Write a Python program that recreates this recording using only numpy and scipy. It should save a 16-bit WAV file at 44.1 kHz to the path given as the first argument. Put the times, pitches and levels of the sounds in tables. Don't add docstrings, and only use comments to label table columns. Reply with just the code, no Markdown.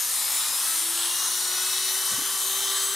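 import sys
import numpy as np
from scipy import signal
from scipy.fft import rfft, irfft
from scipy.io import wavfile
from scipy.ndimage import uniform_filter1d

SR = 44100
rng = np.random.default_rng(int(sys.argv[2]) if len(sys.argv) > 2 else 0)


def output_pcm(signal):
    pcm = np.clip(np.atleast_2d(signal).T, -1, 1) * 32767
    wavfile.write(sys.argv[1], SR, np.round(pcm).astype(np.int16))


def volts_from_db(level):
    exponent = np.asarray(level, float) / 20
    return 10 ** exponent


N = 130095

# (time [s], shaft speed [Hz])
SPEED = [(0, 233.6), (.06, 248), (.14, 260.5), (.22, 272.6), (.31, 288.1), (.43, 299.9), (.59, 319),
         (.78, 330.8), (.93, 339.6), (1.07, 349.2), (1.18, 354.7), (1.4, 363), (1.66, 369.9), (1.91, 377.7),
         (2.23, 382.6), (2.55, 387.7), (2.95, 391.3)]
# (time [s], tool facing the microphones [dB], imbalance in the grip [dB],
# commutator whine [dB], bit chatter [dB], vents turned away [0-1], commutator overtone [dB])
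HAND = [(0, -2, -34, -16, -9, 0, -18), (.17, -1, -20, -9, -3, 0.08, -3),
        (.34, -0.5, -11, -3, -1, 0.15, -12), (.55, 0.5, -14, -6, -5, 0.3, -8),
        (.7, 1.2, -9, -4, -8.5, 0.45, -15), (.8, 0.5, -2, -14, -6, 0.4, -8),
        (.9, -0.5, 2.5, -21, -4.5, 0.38, -1.5), (1.05, 1, 0, -1, 0, .7, -7),
        (1.2, 1.5, -10, 1.5, -8, 0.81, 3.5), (1.45, 1, -1.5, -5, -4, 0.68, 2.5),
        (1.9, 1, -1, 1, 1.5, 0.6, 1.5), (2.05, 1.5, -3, 4.5, -14, 0.7, 0.5), (2.38, 0, -2, 2, -4, 0.45, 1),
        (2.5, -1.65, 3, 7, 2, 0.2, 4.5), (2.78, 2, 3.5, 6.5, -1.5, 1, -0.5),
        (2.85, 1.5, 0.5, 3, -6, 0.7, 1.5), (2.95, 0.5, 4, 3, -2, 0.99, -2)]
# (multiple of shaft speed [1], level [dB])
ORDERS = [(3, -51.3), (4, -50), (5, -52.6), (6, -58.0), (7, -54.2), (9, -54.3), (10, -55.5), (11, -51.1),
          (12, -48.8), (13, -51.3), (14, -50.9), (15, -47), (17, -47), (18, -47.1), (19, -44.0),
          (20, -50.7), (21, -51.4), (22, -54), (23, -40.2), (24, -42.8), (25, -50.0), (26, -40.5),
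          (27, -42.9), (28, -49.1), (29, -52.7), (30, -45.4), (31, -50.4), (32, -48.6), (33, -48.7),
          (34, -54.1), (35, -50.1), (36, -52.7), (37, -50.8), (38, -51.4), (39, -54.9), (40, -52.2),
          (41, -58.0), (42, -58.0)]
# (multiple of shaft speed [1], level [dB], column of HAND [index])
HELD_ORDERS = [(1, -47.5, 2), (8, -42, 3), (16, -38.5, 6)]
# (time [s], multiple of shaft speed [1], level [dB], half length [s])
FLARES = [(0.02, 22, -38, 0.04), (0.05, 7, -45, 0.08), (0.31, 18, -36.5, 0.11), (0.35, 32, -34.5, 0.07),
          (0.36, 26, -39.8, 0.04), (0.37, 31, -37.5, 0.07), (0.39, 25, -38.1, 0.07),
          (0.42, 28, -35.9, 0.04), (0.55, 17, -43, 0.05), (0.56, 16, -36.5, 0.05), (0.57, 32, -39.6, 0.11),
          (0.66, 26, -39.9, 0.11), (0.7, 4, -42, 0.035), (0.76, 33, -36.6, 0.04), (0.77, 22, -43.5, 0.17),
          (0.77, 30, -40.8, 0.11), (0.79, 27, -34.7, 0.04), (0.9, 28, -36.9, 0.25), (0.97, 25, -43.1, 0.25),
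          (1.0, 24, -40.9, 0.17), (1.03, 23, -42.4, 0.11), (1.07, 27, -39.4, 0.25), (1.08, 32, -40.8, 0.11),
          (1.22, 17, -40.8, 0.11), (1.23, 29, -38.7, 0.11), (1.26, 18, -38.3, 0.17),
          (1.31, 27, -36.9, 0.04), (1.32, 15, -45, 0.07), (1.43, 24, -40.1, 0.11), (1.48, 23, -36.2, 0.04),
          (1.55, 4, -47, 0.2), (1.55, 19, -44.7, 0.25), (1.75, 7, -47, 0.25), (1.85, 15, -42, 0.3),
          (1.94, 31, -39.4, 0.07), (1.95, 24, -42.8, 0.17), (2.07, 23, -40.9, 0.04),
          (2.09, 32, -44.5, 0.17), (2.25, 3, -48, 0.2), (2.35, 23, -41.4, 0.17), (2.39, 26, -39.1, 0.11),
          (2.45, 21, -38.1, 0.11), (2.52, 30, -39.5, 0.17), (2.62, 20, -41.5, 0.25), (2.72, 17, -43, 0.15),
          (2.76, 3, -44.1, 0.25), (2.8, 20, -41, 0.04), (2.82, 21, -40.9, 0.25), (2.87, 23, -41.3, 0.11),
          (2.89, 20, -36.5, 0.17)]
# (frequency [Hz], density [dB per Hz])
HISS_OPEN = [(260, -39), (450, -16), (1290, -6), (1610, -12.5), (2300, -12), (2710, -6), (9270, 4.5),
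             (13000, 1.5), (15600, -13)]
# (frequency [Hz], density [dB per Hz])
HISS_AWAY = [(260, -66), (450, -20), (1150, -8.5), (1950, -11.5), (2480, -18.5), (3050, -2.5), (3280, -3),
             (10100, -4.5), (15600, -12)]
# (frequency [Hz], width [Hz], lift [dB])
HOUSING = [(1090, 450, 5.5), (1945, 417, 7), (2500, 380, 2.5), (3950, 220, 3.5), (5960, 2400, -0.5),
           (9310, 1050, 2.5), (14400, 1330, 2.5)]
# (frequency [Hz], width [Hz], level [dB])
NOSE_MODES = [(3264, 290, -9), (3740, 730, 11), (4030, 450, 1.5), (1056, 990, 1), (1856, 330, 0)]
# (time [s], frequency ratio [1])
NOSE_PITCH = [
    (0, 1.02),
    (1.0, 0.85),
    (1.1, 0.91),
    (1.4, 1.02),
    (1.9, 1.04),
    (2.4, 0.97),
    (2.95, 0.98),
]
# (time [s], level [dB], bench pitch [Hz], T60 [s])
KNOCKS = [
    (2.117, -31.5, 204.9, 0.064),
    (2.134, -36, 120.1, 0.09),
    (2.178, -29, 235, 0.045),
    (2.186, -29, 274, 0.047),
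    (2.205, -44, 197, 0.052),
    (2.216, -29.5, 298, 0.038),
    (2.334, -46, 266.5, 0.076),
]
# (frequency [Hz], density [dB per Hz])
RUMBLE = [(12, -50), (20, -18), (70, -8.5), (114, -6.5), (168, -7), (292, 0), (348, 0.5), (500, 3),
          (650, -18), (1100, -120)]
# (frequency [Hz], level [dB])
HUM = [(60, -81.5), (120, -63.5), (240, -69)]
# (frequency [Hz], coherence [0-1])
COHERENCE = [(60, .995), (180, .96), (500, .92), (1000, .89), (2200, .92), (4500, .88), (9500, .87),
             (13500, .97)]
# (frequency [Hz], left over right [dB])
LEAN = [(60, 0), (180, .1), (550, 1.3), (1650, 1.6), (3000, 1.9), (6000, 2.6), (9500, 2.8), (13500, 1)]

ORDER_DB, FLARE_DB = -1.3, -0.7
WANDER_DB, WANDER_HZ = 2.4, 8
FLUTTER, FLUTTER_HZ = 0.3, 60
HELD_LOOSENESS = 0.28
HISS_DB, PATCH_DB, FLICKER_DB = -28, 1.5, 0.3
THROB_HZ = 121.2
THROB_LOW, THROB_HIGH, TURN_DEPTH = 0.15, 0.067, 0.055
CHATTER_DB, CHATTER_PER_S, CHATTER_SPREAD_DB = -35.5, 2200, 2.5
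KNOCK_RISE_S, KNOCK_SNAP_DB, KNOCK_SCUFF_DB, SCUFF_HZ = 0.004, -8, -5, 420
RUMBLE_DB = -58.5
EDGE_HZ = 15750


def read(points, hz):
    f, value = np.transpose(points)
    return np.interp(np.log(hz + 1), np.log(f + 1), value)


def evened(x):
    return x / np.sqrt(np.mean(x ** 2) + 1e-20)


def control(table, column, t):
    return np.interp(t, [row[0] for row in table], [row[column] for row in table])


def drift(top_hz, count):
    steps = N // 128 + 2
    hz = np.fft.rfftfreq(steps, 128 / SR)
    lowpass = (hz > 0) / (1 + (hz / top_hz) ** 4)
    slow = irfft(rfft(rng.standard_normal((count, steps))) * lowpass, steps)
    slow /= slow.std(1, keepdims=True)
    return np.array([np.interp(np.arange(N) / 128, np.arange(steps), row) for row in slow])


def resonate(x, hz, width):
    turn = np.exp(2j * np.pi * np.cumsum(hz) / SR)
    r = np.exp(-np.pi * width / SR)
    smooth = signal.lfilter([1], np.convolve([1, -r], [1, -r]), x / turn)
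    return (turn * smooth).real


def shaft():
    speed = control(SPEED, 1, np.arange(N) / SR)
    hz = uniform_filter1d(speed, size=2000, mode="nearest")
    return hz, np.cumsum(hz) / SR


def whine(hz, turns):
    t, out = np.arange(N) / SR, np.zeros(N)
    rows = [(k, db + control(HAND, column, t), HELD_LOOSENESS) for k, db, column in HELD_ORDERS]
    rows += [(k, db + ORDER_DB, 1) for k, db in ORDERS]
    slow = drift(WANDER_HZ, len(rows))
    quick = drift(FLUTTER_HZ, len(rows))
    for i, (k, db, loose) in enumerate(rows):
        flare = 0
        for s, order, top_db, half in FLARES:
            if round(order) == k:
                flare = flare + volts_from_db(top_db + FLARE_DB) * np.exp(-((t - s) / half) ** 2)
        level = volts_from_db(db + loose * WANDER_DB * slow[i]) + flare
        level = level * (1 + np.sqrt(loose) * FLUTTER * quick[i])
        in_band = k * hz < EDGE_HZ
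        out += level * in_band * np.sin(2 * np.pi * (k * turns + rng.random()))
    return out


def noise(shape_db):
    a, b = rng.standard_normal((shape_db.shape[1], 257, 2)).T
    return signal.istft((a + 1j * b) * volts_from_db(shape_db), nperseg=512, noverlap=384)[1][:N]


def hiss(turns):
    frames, hz = N // 128 + 5, np.fft.rfftfreq(512, 1 / SR)
    away = np.clip(control(HAND, 5, np.arange(frames) * 128 / SR), 0, 1)
    body = sum(db * np.exp(-((hz - f) / width) ** 2) for f, width, db in HOUSING)
    field = np.outer(read(HISS_OPEN, hz), 1 - away) + np.outer(read(HISS_AWAY, hz), away)
    field += body[:, None]

    patches = uniform_filter1d(rng.standard_normal((frames, 257)), size=40, axis=0)
    patches = evened(uniform_filter1d(patches, size=8, axis=1).T)
    flicker = evened(uniform_filter1d(rng.standard_normal((frames, 257)), size=80, axis=1).T)
    patchiness = 1 + np.outer((hz / 13000) ** 2, 1 - away)
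    field += PATCH_DB * patchiness * patches + FLICKER_DB * flicker
    x = volts_from_db(HISS_DB) * evened(noise(field))

    low = signal.sosfilt(signal.butter(2, 2800, fs=SR, output="sos"), x)
    throb = np.cos(2 * np.pi * THROB_HZ * np.arange(N) / SR)
    turning = np.cos(2 * np.pi * turns)
    high = (x - low) * (1 + THROB_HIGH * throb + TURN_DEPTH * turning)
    return low * (1 + THROB_LOW * throb) + high


def chatter():
    t = np.arange(N) / SR
    ticks = rng.standard_normal(N)
    ticks *= volts_from_db(CHATTER_SPREAD_DB * np.minimum(rng.exponential(1, N), 2))
    ticks *= rng.random(N) < CHATTER_PER_S / SR
    ticks *= 1 + 0.19 * np.cos(2 * np.pi * THROB_HZ * t)
    pitch = control(NOSE_PITCH, 1, t)
    ring = sum(volts_from_db(db) * evened(resonate(ticks, f * pitch, width)) for f, width, db in NOSE_MODES)
    ring = signal.sosfilt(signal.butter(3, 700, "high", fs=SR, output="sos"), ring)
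    return volts_from_db(CHATTER_DB + control(HAND, 4, t)) * evened(ring)


def knocks():
    out, t = np.zeros(N), np.arange(SR // 4) / SR
    for s, db, hz, t60 in KNOCKS:
        scuff = evened(resonate(rng.standard_normal(len(t)), np.full(len(t), SCUFF_HZ), SCUFF_HZ))
        ring = np.sin(2 * np.pi * hz * t)
        ring += volts_from_db(KNOCK_SNAP_DB - 60 * t / t60) * np.sin(2 * np.pi * 1.64 * hz * t)
        ring += volts_from_db(KNOCK_SCUFF_DB) * scuff
        blow = volts_from_db(db - 60 * t / t60) * (1 - np.exp(-t / KNOCK_RISE_S)) * ring
        part = out[round(s * SR):][:len(t)]
        part += blow[:len(part)]
    return out


def floor():
    hz, t = np.fft.rfftfreq(N, 1 / SR), np.arange(N) / SR
    rumble = irfft(rfft(rng.standard_normal(N)) * volts_from_db(read(RUMBLE, hz)), N)
    sway = drift(9.8, len(HUM))
    hum = np.zeros(N)
    for i, (f, db) in enumerate(HUM):
        hum += volts_from_db(db - 1.0 + 0.32 * sway[i]) * np.sin(2 * np.pi * f * t + i)
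    return volts_from_db(RUMBLE_DB) * evened(rumble) + hum


def pair(x):
    hz, t = np.fft.rfftfreq(N, 1 / SR), np.arange(N) / SR
    room = rfft(rng.standard_normal(N) * volts_from_db(-60 * t / 0.27))
    room /= np.sqrt(uniform_filter1d(abs(room) ** 2, size=600))
    apart = np.sqrt((1 - np.clip(read(COHERENCE, hz), 0, 0.999)) / 2) * room
    lean = volts_from_db(read(LEAN, hz) / 2)
    return irfft(rfft(x) * np.array([(1 + apart) * lean, (1 - apart) / lean]), N)


def scene():
    hz, turns = shaft()
    facing = volts_from_db(control(HAND, 1, np.arange(N) / SR))
    tool = (whine(hz, turns) + hiss(turns) + chatter()) * facing
    return pair(tool + floor() + knocks())


def top_cut(x):
    return signal.sosfilt(signal.butter(12, 15720, fs=SR, output="sos"), x)


def record(dry):
    lowpass = signal.firwin(511, EDGE_HZ, window=("kaiser", 9), fs=SR)
    mix = signal.oaconvolve(dry, lowpass[None], "same")
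    return top_cut(mix)


dry = scene()
out = record(dry)
output_pcm(out)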